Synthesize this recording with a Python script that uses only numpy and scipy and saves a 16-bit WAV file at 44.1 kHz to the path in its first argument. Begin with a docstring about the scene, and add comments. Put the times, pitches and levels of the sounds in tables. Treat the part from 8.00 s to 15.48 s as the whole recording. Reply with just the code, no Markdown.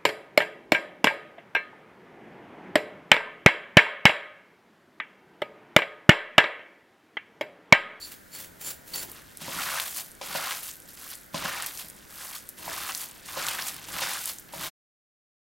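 """Kneading starch into minced meat

Starch is shaken in short jerks from a small tin onto minced meat; then one hand kneads the wet mix.
Its strokes bump the bowl, squeeze air through the paste and tear sticky films, which crackle and pop.
It is all heard close up in a small kitchen, and the sound fades out during the last stroke."""
import sys
import numpy as np
from scipy import signal
from scipy.fft import rfft, irfft
from scipy.io import wavfile

SR = 44100
rng = np.random.default_rng(int(sys.argv[2]) if len(sys.argv) > 2 else 0)


def inscribe(sig):
    """Save sig as 16-bit PCM at rate SR to the path in sys.argv[1].

    A 1-D sig is mono; a 2-D sig holds one channel per row.
    Samples are clipped to [-1, 1] before scaling.
    """
    pcm = np.round(np.clip(np.atleast_2d(sig).T, -1, 1) * 32767)
    wavfile.write(sys.argv[1], SR, pcm.astype(np.int16))


N = 329982
TIME = np.arange(N) / SR
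FADE_START_S, FADE_END_S = 6.675, 6.705


def from_db(db):
    """Turn decibels into a gain to multiply by."""
    return 10 ** (np.asarray(db) / 20)


def rms_one(x):
    """Scale a signal to an average power of 1."""
    return x / np.sqrt(np.mean(x ** 2) + 1e-20)


def at_hz(points, hz):
    """Read a curve between its points, on a scale of octaves."""
    known, values = np.transpose(points)
    return np.interp(np.log(np.maximum(hz, 1)), np.log(known), values)


def coloured(noise, spectrum):
    """Make each frequency of a noise louder or softer."""
    size = noise.shape[-1]
    return irfft(rfft(noise) * from_db(at_hz(spectrum, np.fft.rfftfreq(size, 1 / SR))), size)


def drift(per_s):
    """A smooth random wobble of size about 1."""
    r = np.exp(-2 * np.pi * per_s / SR)
    return rms_one(signal.lfilter([1], [1, -2 * r, r * r], rng.standard_normal(N)))


def ring(clicks, hz, t60):
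    """Each click starts a tone that dies away by 60 dB in t60 seconds."""
    r = from_db(-60 / (t60 * SR))
    w = 2 * np.pi * min(hz, .45 * SR) / SR
    return signal.lfilter([.5, 0, -.5], [1, -2 * r * np.cos(w), r * r], clicks + 1e-18)


def swell(start, rise_s, hold_s, build_db, onset_db_per_s, fall_db_per_s):
    """A gain that sets in just before the start, builds up to 1, holds and dies away."""
    age = TIME - start
    db = np.interp(age, [0, max(rise_s, 1 / SR)], [-build_db, 0])
    db += onset_db_per_s * np.minimum(age, 0) - fall_db_per_s * np.maximum(age - rise_s - hold_s, 0)
    return from_db(np.maximum(db, -140))


# How alike the room sounds in both ears. Each row: frequency in Hz, likeness (1 means the same).
EAR_LIKENESS = [(40, 0.3), (130, 0.55), (280, -0.0033), (600, 0.12), (1200, -0.32), (2500, 0.8),
                (12000, 0.91)]

def diffuse(size):
    """Stereo noise that seems to come from all around."""
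    alike = np.clip(at_hz(EAR_LIKENESS, np.fft.rfftfreq(size, 1 / SR)), -1, 1)
    mid, side = rfft(rng.standard_normal((2, size)))
    return irfft(np.sqrt((1 + alike) / 2) * mid + np.sqrt((1 - alike) / 2) * side * [[1], [-1]], size)


# The tone of the quiet kitchen. Each row: frequency in Hz, relative level in dB.
ROOM_COLOUR = [(20, -7), (50, 0), (100, -2), (280, -1), (400, -4), (560, -5), (750, -10), (1100, -11),
               (1500, -3), (1900, -7), (2600, -17), (6000, -18), (15000, -17)]

def room_noise(level_db):
    """The kitchen's steady, faint hum and hiss."""
    return from_db(level_db) * rms_one(coloured(diffuse(N), ROOM_COLOUR))


# The tone of the kitchen's echo. Each row: frequency in Hz, relative level in dB.
ECHO_COLOUR = [(100, -55), (280, 3), (600, 1), (1200, -13.5), (2500, -11), (6000, -14.5), (15000, -12.5)]

def kitchen(x, early_s, width_lag_s, early_db, echo_db, echo_t60):
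    """The direct sound, a faint early echo, then the room's short echo."""
    t = TIME[:SR // 2]
    tail = diffuse(len(t)) * from_db(-60 * t / echo_t60)
    tail = coloured(tail / np.sqrt(np.sum(tail ** 2) / 2), ECHO_COLOUR) * np.minimum(t / early_s, 1)
    echo = signal.fftconvolve(x[None], tail, axes=1)[:, :N]
    delays = early_s, early_s + width_lag_s   # left and right are slightly offset to widen the treble
    early = np.array([np.interp(TIME - delay, TIME, x, left=0) for delay in delays])
    return x + from_db(early_db) * early + from_db(echo_db) * echo


def standing_wave(x, hz, t60, db):
    """A low room tone has its still point between left and right, so the two swing opposite ways."""
    unit_gain = np.log(1000) / (t60 * SR) * 2
    return from_db(db) * unit_gain * ring(x, hz, t60) * [[1], [-1]]


# Shakes of the tin. Each row: start in seconds, length in seconds, relative level in dB.
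SHAKES = [(0.006, 0.074, -48), (0.119, 0.013, -45), (0.337, 0.11, -43), (0.614, 0.09, -44.5),
          (0.666, 0.032, -39), (0.881, 0.0067, -44.5), (0.941, 0.084, -36)]
# The tones of the tin. Each row: pitch in Hz, relative level in dB.
TIN_TONES = [(4470, -1), (7270, -1), (10700, -4)]
# Powder rubbing the tin. Each row: middle and half length in seconds, then relative levels in dB
# of the lowest tone and of the upper tones.
RUBS = [(0.038, 0.026, -42, -51.5), (0.359, 0.029, -50, -52.5), (0.674, 0.041, -53, -43),
        (0.944, 0.0062, -36, -61), (0.986, 0.026, -46, -43.5)]

def powder(hiss_db, grain_db, tin_db, tin_t60):
    """Powder hisses along the tin wall and rubs it into short, rough ringing."""
    slide = sum(from_db(db) * swell(s, 0, length, 0, onset_db_per_s=753, fall_db_per_s=384)
                for s, length, db in SHAKES)
    slide *= from_db(grain_db * drift(per_s=110))
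    out = from_db(hiss_db) * slide * powder_hiss()
    for k, (hz, db) in enumerate(TIN_TONES):
        rub = sum(from_db(upper_db if k else low_db) * np.exp(-((TIME - s) / half_s) ** 2)
                  for s, half_s, low_db, upper_db in RUBS)
        out += from_db(db + tin_db) * rub * rms_one(ring(rng.standard_normal(N), hz, tin_t60))
    return out


# The tone of sliding starch. Each row: frequency in Hz, relative level in dB.
POWDER_COLOUR = [(500, -3.5), (1500, 1), (3000, 1), (6000, 0.5), (9000, 2), (13000, 3), (16000, 4.5)]

def powder_hiss():
    """The bright hiss of fine grains sliding."""
    return rms_one(coloured(rng.standard_normal(N), POWDER_COLOUR))


# The tones of the filled bowl on the counter. Each row: pitch in Hz, relative level in dB,
# ring time in seconds.
BOWL_TONES = [(165, -1, .13), (205, -6, .09), (265, -8, .07), (540, -12, .025), (612, -6, .035),
              (710, -7, .03), (830, -8, .03), (980, -4, .04)]
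# Knuckles bumping the bowl. Each row: start in seconds, then relative levels in dB of the upper tones,
# the deep tones and the wet slap.
BUMPS = [(1.415, -40.5, -35, -38.5), (1.48, -35, -34.5, -51.5), (2.212, -32.5, -66.5, -34),
         (2.35, -26.5, -33.5, -30.5), (3.343, -26, -27, -28.5), (3.447, -29.5, -32, -36),
         (4.678, -29, -86, -40.5), (5.37, -28.5, -37.5, -30), (6.017, -29.5, -67.5, -24.5),
         (6.535, -32.5, -50, -39.5)]

def bumps(upper_gain_db, deep_gain_db, slap_gain_db, slap_t60, detune):
    """The hand slaps wet meat and knocks the bowl, whose tones shift as the load moves."""
    out, t = np.zeros(N), TIME[:SR // 4]
    wet_band = signal.butter(2, [900, 6000], "band", fs=SR, output="sos")
    for s, upper_db, deep_db, slap_db in BUMPS:
        slap = rms_one(signal.sosfilt(wet_band, rng.standard_normal(len(t))))
        knock = from_db(slap_db + slap_gain_db - 60 * t / slap_t60) * slap
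        for hz, db, t60 in BOWL_TONES:
            blow_db = deep_db + deep_gain_db if hz < 400 else upper_db + upper_gain_db
            wave = np.sin(2 * np.pi * hz * (1 + detune * rng.normal()) * t + rng.uniform(0, 2 * np.pi))
            knock += from_db(blow_db + db - 60 * t / t60) * wave
        at = round(s * SR)
        out[at:at + len(t)] += knock * np.minimum(t / 0.0017, 1)   # flesh softens the contact
    return signal.sosfilt(signal.butter(2, 120, "high", fs=SR, output="sos"), out)


# A soft rumble while the tin is shaken. Each row: time in seconds, relative level in dB.
SHAKE_RUMBLE = [(0.3, -100), (0.4, -60.5), (0.52, -62), (0.86, -61), (0.98, -53), (1.1, -62)]

def shove(push, hand_damping, gain_db, slips_per_s, counter_hz):
    """The lump slips in small jerks that keep the counter and the hand-damped bowl rumbling."""
    shaking = from_db(np.interp(TIME, *np.transpose(SHAKE_RUMBLE), left=-120, right=-120))
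    slips = rng.standard_normal(N) * (rng.random(N) < slips_per_s / SR)
    bowl = sum(from_db(db) * rms_one(ring(slips, hz, t60 / hand_damping)) * (-1) ** k
               for k, (hz, db, t60) in enumerate(BOWL_TONES))
    counter = rms_one(ring(slips, counter_hz, t60=0.019))
    return from_db(gain_db) * (push + shaking) * rms_one(bowl + counter)


def pops(pockets, swell_s, snap_db, tilt_db_per_octave, snap_hz):
    """Each air pocket opens with a snap and rings at its own pitch; deep ones swell more slowly."""
    out, t = np.zeros(N), TIME[:SR // 50]
    snap = from_db(snap_db) * ring(signal.unit_impulse(len(t)), snap_hz, t60=0.00027)
    for s, db, hz in pockets:
        age = t / swell_s * np.sqrt(hz / snap_hz)
        tone = age * np.exp(1 - age) * np.sin(2 * np.pi * hz * t)
        tilt = from_db(tilt_db_per_octave * np.log2(hz / snap_hz))
        at = round(s * SR)
        out[at:at + len(t)] += from_db(db) * (tilt * tone + snap)
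    return out


def stray_pockets(work, per_s, over_db, spread_db, low_hz, high_hz):
    """Random air pockets, louder where the hand works harder, as rows of seconds, dB and Hz."""
    when, size, pitch = rng.random((int(per_s * FADE_START_S), 3)).T
    s = when * FADE_START_S
    db = 20 * np.log10(np.interp(s, TIME, work) + 1e-9) + over_db + spread_db * (2 * size - 1)
    return np.transpose([s, db, low_hz + (high_hz - low_hz) * pitch])


def ticking_pockets(tear, settle_db_per_s):
    """Tiny pockets tick as the films tear, and go on for a while afterwards."""
    decline = settle_db_per_s * TIME
    settling = from_db(np.maximum.accumulate(20 * np.log10(tear) + decline) - decline)
    return list(stray_pockets(settling, per_s=38, over_db=12, spread_db=5, low_hz=7500, high_hz=15000))


def squelch(flow):
    """Round, wet bubbles are forced out of the sealed hollow under the palm."""
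    bubbles = stray_pockets(flow, per_s=230, over_db=2, spread_db=4.5, low_hz=984, high_hz=2004)
    return pops(bubbles, swell_s=0.00036, snap_db=-23.5, tilt_db_per_octave=-0.5, snap_hz=6800)


# The clearest air pockets bursting. Each row: start in seconds, relative level in dB, pitch in Hz.
CLEAR_POPS = [(1.0489, -25, 14200), (1.098, -23.5, 13500), (1.1166, -19.5, 11700), (1.3723, -19, 10700),
              (1.7993, -7.5, 3500), (1.9699, -16, 8650), (2.509, -14.5, 3500), (2.89, -26, 13000),
              (3.3782, -15.5, 3510), (3.6233, -13.5, 9400), (3.6624, -10, 11900), (3.7743, -19, 6080),
              (3.8853, -23, 11300), (3.9, -20.5, 9700), (4.4901, -17.5, 11700), (4.9212, -17, 5540),
              (4.9493, -9.5, 5800), (4.976, -15.5, 9150), (5.4673, -10, 7700), (5.4849, -8.5, 3440),
              (5.6226, -13.5, 5010), (6.135, -12.5, 9800), (6.2576, -9, 10800), (6.386, -20, 7640)]

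def clear_pockets(pop_db, rip_db, rip_fall_db_per_s):
    """Bursting pockets rip the films around them: gives the pockets and the strength of the ripping."""
    t, ripping = TIME[:SR // 10], np.zeros(N)
    for s, db, _ in CLEAR_POPS:
        at = round(s * SR)
        ripping[at:at + len(t)] += from_db(db + rip_db - rip_fall_db_per_s * t)
    return [(s, db + pop_db, hz) for s, db, hz in CLEAR_POPS], ripping


# Gulps of air. Each row: start in seconds, relative level in dB.
GULPS = [(1.163, -47.5), (2.508, -32), (2.887, -58.5), (3.452, -30.5), (4.89, -36.5), (5.282, -40.5),
         (5.584, -29.5), (5.815, -47), (5.938, -35), (6.487, -48.5)]

def gulps():
    """Trapped air escapes all at once: the flow jumps up and quickly dies."""
    return sum(from_db(db) * swell(s, 0, 0, 0, 0, fall_db_per_s=336.5) * (TIME >= s) for s, db in GULPS)


# Strokes of the hand. Each row: start, press time, hold time and draw time in seconds, then relative
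# levels in dB of squeezing, tearing, shoving, peeling and shifting.
STROKES = [(1.04, 0.045, 0.055, 0.025, -58, -54, -54.5, -64.5, -59),
           (1.408, 0.18, 0.2, 0.2, -35, -37, -46, -39.5, -64.5),
           (2.214, 0.12, 0.17, 0.18, -37, -38.5, -52, -45, -96),
           (2.879, 0.16, 0.038, 0.049, -51, -44, -91, -48, -85.5),
           (3.338, 0.1, 0.17, 0.19, -36.5, -42, -48, -45, -57),
           (4.096, 0.11, 0.11, 0.036, -47.5, -42, -68.5, -46.5, -71),
           (4.58, 0.13, 0.15, 0.16, -39, -39.5, -48.5, -42.5, -53),
           (5.257, 0.15, 0.12, 0.15, -36, -39, -52.5, -39, -46.5),
           (5.88, 0.11, 0.15, 0.15, -35.5, -37.5, -46, -40, -73),
           (6.529, 0.095, 0.07, 0.078, -38.5, -38.5, -47, -60.5, -68.5)]
GRIP_DB_PER_S, TEAR_SAG_DB_PER_S = 1198, 14.5   # how fast a stroke sets in, and drawn films weaken
PEEL_HALF_S, PEEL_TEAR_DB = 0.031, 5.5   # the parting smack tears more than it squeezes
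SHIFT_TEAR_DB, SHIFT_SHOVE_DB = -3.5, -11.5   # a shifting hand mostly squeezes
HOLLOW_OPEN_HZ, HOLLOW_CLOSED_HZ = 1230, 1506   # the hollow under the palm shrinks in each stroke

def kneading():
    """The hand presses, holds, draws back, peels off and shifts its grip: gives its work over time."""
    squeeze, tear, push, closed, grip = np.zeros((5, N))
    shift = np.full(N, 1e-6)
    for start, press, hold, draw, squeeze_db, tear_db, shove_db, peel_db, shift_db in STROKES:
        eased = start + press + hold
        parted = eased + draw
        peel = from_db(peel_db) * np.exp(-np.minimum(((TIME - parted) / PEEL_HALF_S) ** 2, 20))
        pressure = swell(start, press, hold, 13, GRIP_DB_PER_S, fall_db_per_s=100)
        films = from_db(tear_db - TEAR_SAG_DB_PER_S * np.maximum(TIME - eased, 0))
        films *= swell(start, press, hold + draw, 8.5, GRIP_DB_PER_S, fall_db_per_s=129.5)
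        squeeze = np.sqrt(squeeze ** 2 + (from_db(squeeze_db) * pressure) ** 2 + peel ** 2)
        tear = np.sqrt(tear ** 2 + films ** 2 + (from_db(PEEL_TEAR_DB) * peel) ** 2)
        # the lump slides most shortly before the press is complete
        push += from_db(shove_db) * swell(start, 0.8 * press, 0, 8.5, GRIP_DB_PER_S, fall_db_per_s=65)
        grip = np.maximum(grip, pressure)
        shift[TIME > start + press] = from_db(shift_db)
        closed = np.where(TIME < start, closed, np.interp(TIME, [start, parted], [0, 1]))
    squeeze = np.sqrt(squeeze ** 2 + shift ** 2 + gulps() ** 2)
    tear = np.hypot(tear, from_db(SHIFT_TEAR_DB) * shift)
    push = np.hypot(push, from_db(SHIFT_SHOVE_DB) * shift)
    hollow_hz = HOLLOW_OPEN_HZ + (HOLLOW_CLOSED_HZ - HOLLOW_OPEN_HZ) * closed
    sealed = grip ** 0.43   # 0 is open, 1 is a tightly closed palm
    return squeeze, tear, push, hollow_hz, sealed


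def palm(hz, hollow_hz, sealed, lift_db, octaves):
    """The hollow under the palm boosts bursts near its own pitch."""
    return 1 + sealed * (from_db(lift_db) - 1) / (1 + (np.log2(hz / hollow_hz) / octaves) ** 2)


# The tone of the crackling paste. Each row: pitch in Hz, relative level in dB.
PASTE_COLOUR = [(700, -1.5), (980, 1), (1300, -6), (1600, -6), (1900, -1.5), (2500, 1), (3500, 1.5),
                (5000, 0), (8000, -1.5), (12000, -0.5), (16000, -1)]

def paste(squeeze, tear, hollow_hz, sealed, per_s, cycles, clump_db, large_hz, small_hz, pitches):
    """Air holes burst in clumps and ring briefly: squeezing opens large ones, tearing small ones."""
    clumps = rms_one(from_db(clump_db * drift(per_s=70))) ** 2
    out = np.zeros(N)
    for hz in np.geomspace(720, 15500, pitches):
        small = np.clip(np.log(hz / large_hz) / np.log(small_hz / large_hz), 0, 1)
        gain = squeeze * (tear / squeeze) ** small * palm(hz, hollow_hz, sealed, lift_db=8.5, octaves=0.33)
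        work = gain / gain.max() + 0.068   # harder work bursts more holes
        rate = per_s / pitches * (hz / large_hz) ** 0.27 * work
        at = np.flatnonzero(rng.random(N) < rate * clumps / SR)
        uneven_db = small * np.minimum(rng.standard_exponential(N)[at], 4)   # only tearing adds this
        sizes = from_db(uneven_db) * (-1.0) ** at
        clicks = np.bincount(at, sizes * gain[at] / np.sqrt(work[at]), N)
        bursts = ring(ring(clicks, hz, cycles / hz), hz, cycles / hz)   # each one swells, then dies
        level = from_db(at_hz(PASTE_COLOUR, hz)) * np.sqrt(hz / large_hz / pitches * np.mean(gain ** 2))
        out += level * rms_one(bursts)
    return out


def scene():
    """Powder, paste and bowl in the kitchen, over its quiet hum and hiss."""
    squeeze, tear, push, hollow_hz, sealed = kneading()
    pockets, ripping = clear_pockets(pop_db=-2.5, rip_db=-20, rip_fall_db_per_s=1197)
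    pockets += ticking_pockets(tear, settle_db_per_s=87)
    close = powder(hiss_db=2, grain_db=2.5, tin_db=4.5, tin_t60=0.026)
    close += paste(from_db(0.5) * squeeze, from_db(-1.5) * np.hypot(tear, ripping), hollow_hz, sealed,
                   per_s=11000, cycles=3.73, clump_db=1.5, large_hz=2237, small_hz=10440, pitches=32)
    close += pops(pockets, swell_s=0.0001, snap_db=-11, tilt_db_per_octave=0.8, snap_hz=7000)
    close += squelch(squeeze * sealed)
    close += bumps(upper_gain_db=6, deep_gain_db=-2.5, slap_gain_db=-4, slap_t60=0.27, detune=0.026)
    close += shove(push, hand_damping=1.9, gain_db=0.5, slips_per_s=900, counter_hz=78)
    quiet = room_noise(level_db=-52)
    room = kitchen(close, early_s=0.0039, width_lag_s=0.00007, early_db=-22, echo_db=2, echo_t60=0.32)
    return room + standing_wave(close, hz=242, t60=0.19, db=-9) + quiet


def record(dry):
    """Fade quickly to silence at the end and cut the treble above 16000 Hz."""
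    faded = dry * np.interp(TIME, [FADE_START_S, FADE_END_S], [1, 0]) ** 2
    return signal.sosfilt(signal.ellip(12, .1, 80, 16000, fs=SR, output="sos"), faded)


dry = scene()
out = record(dry)
inscribe(out)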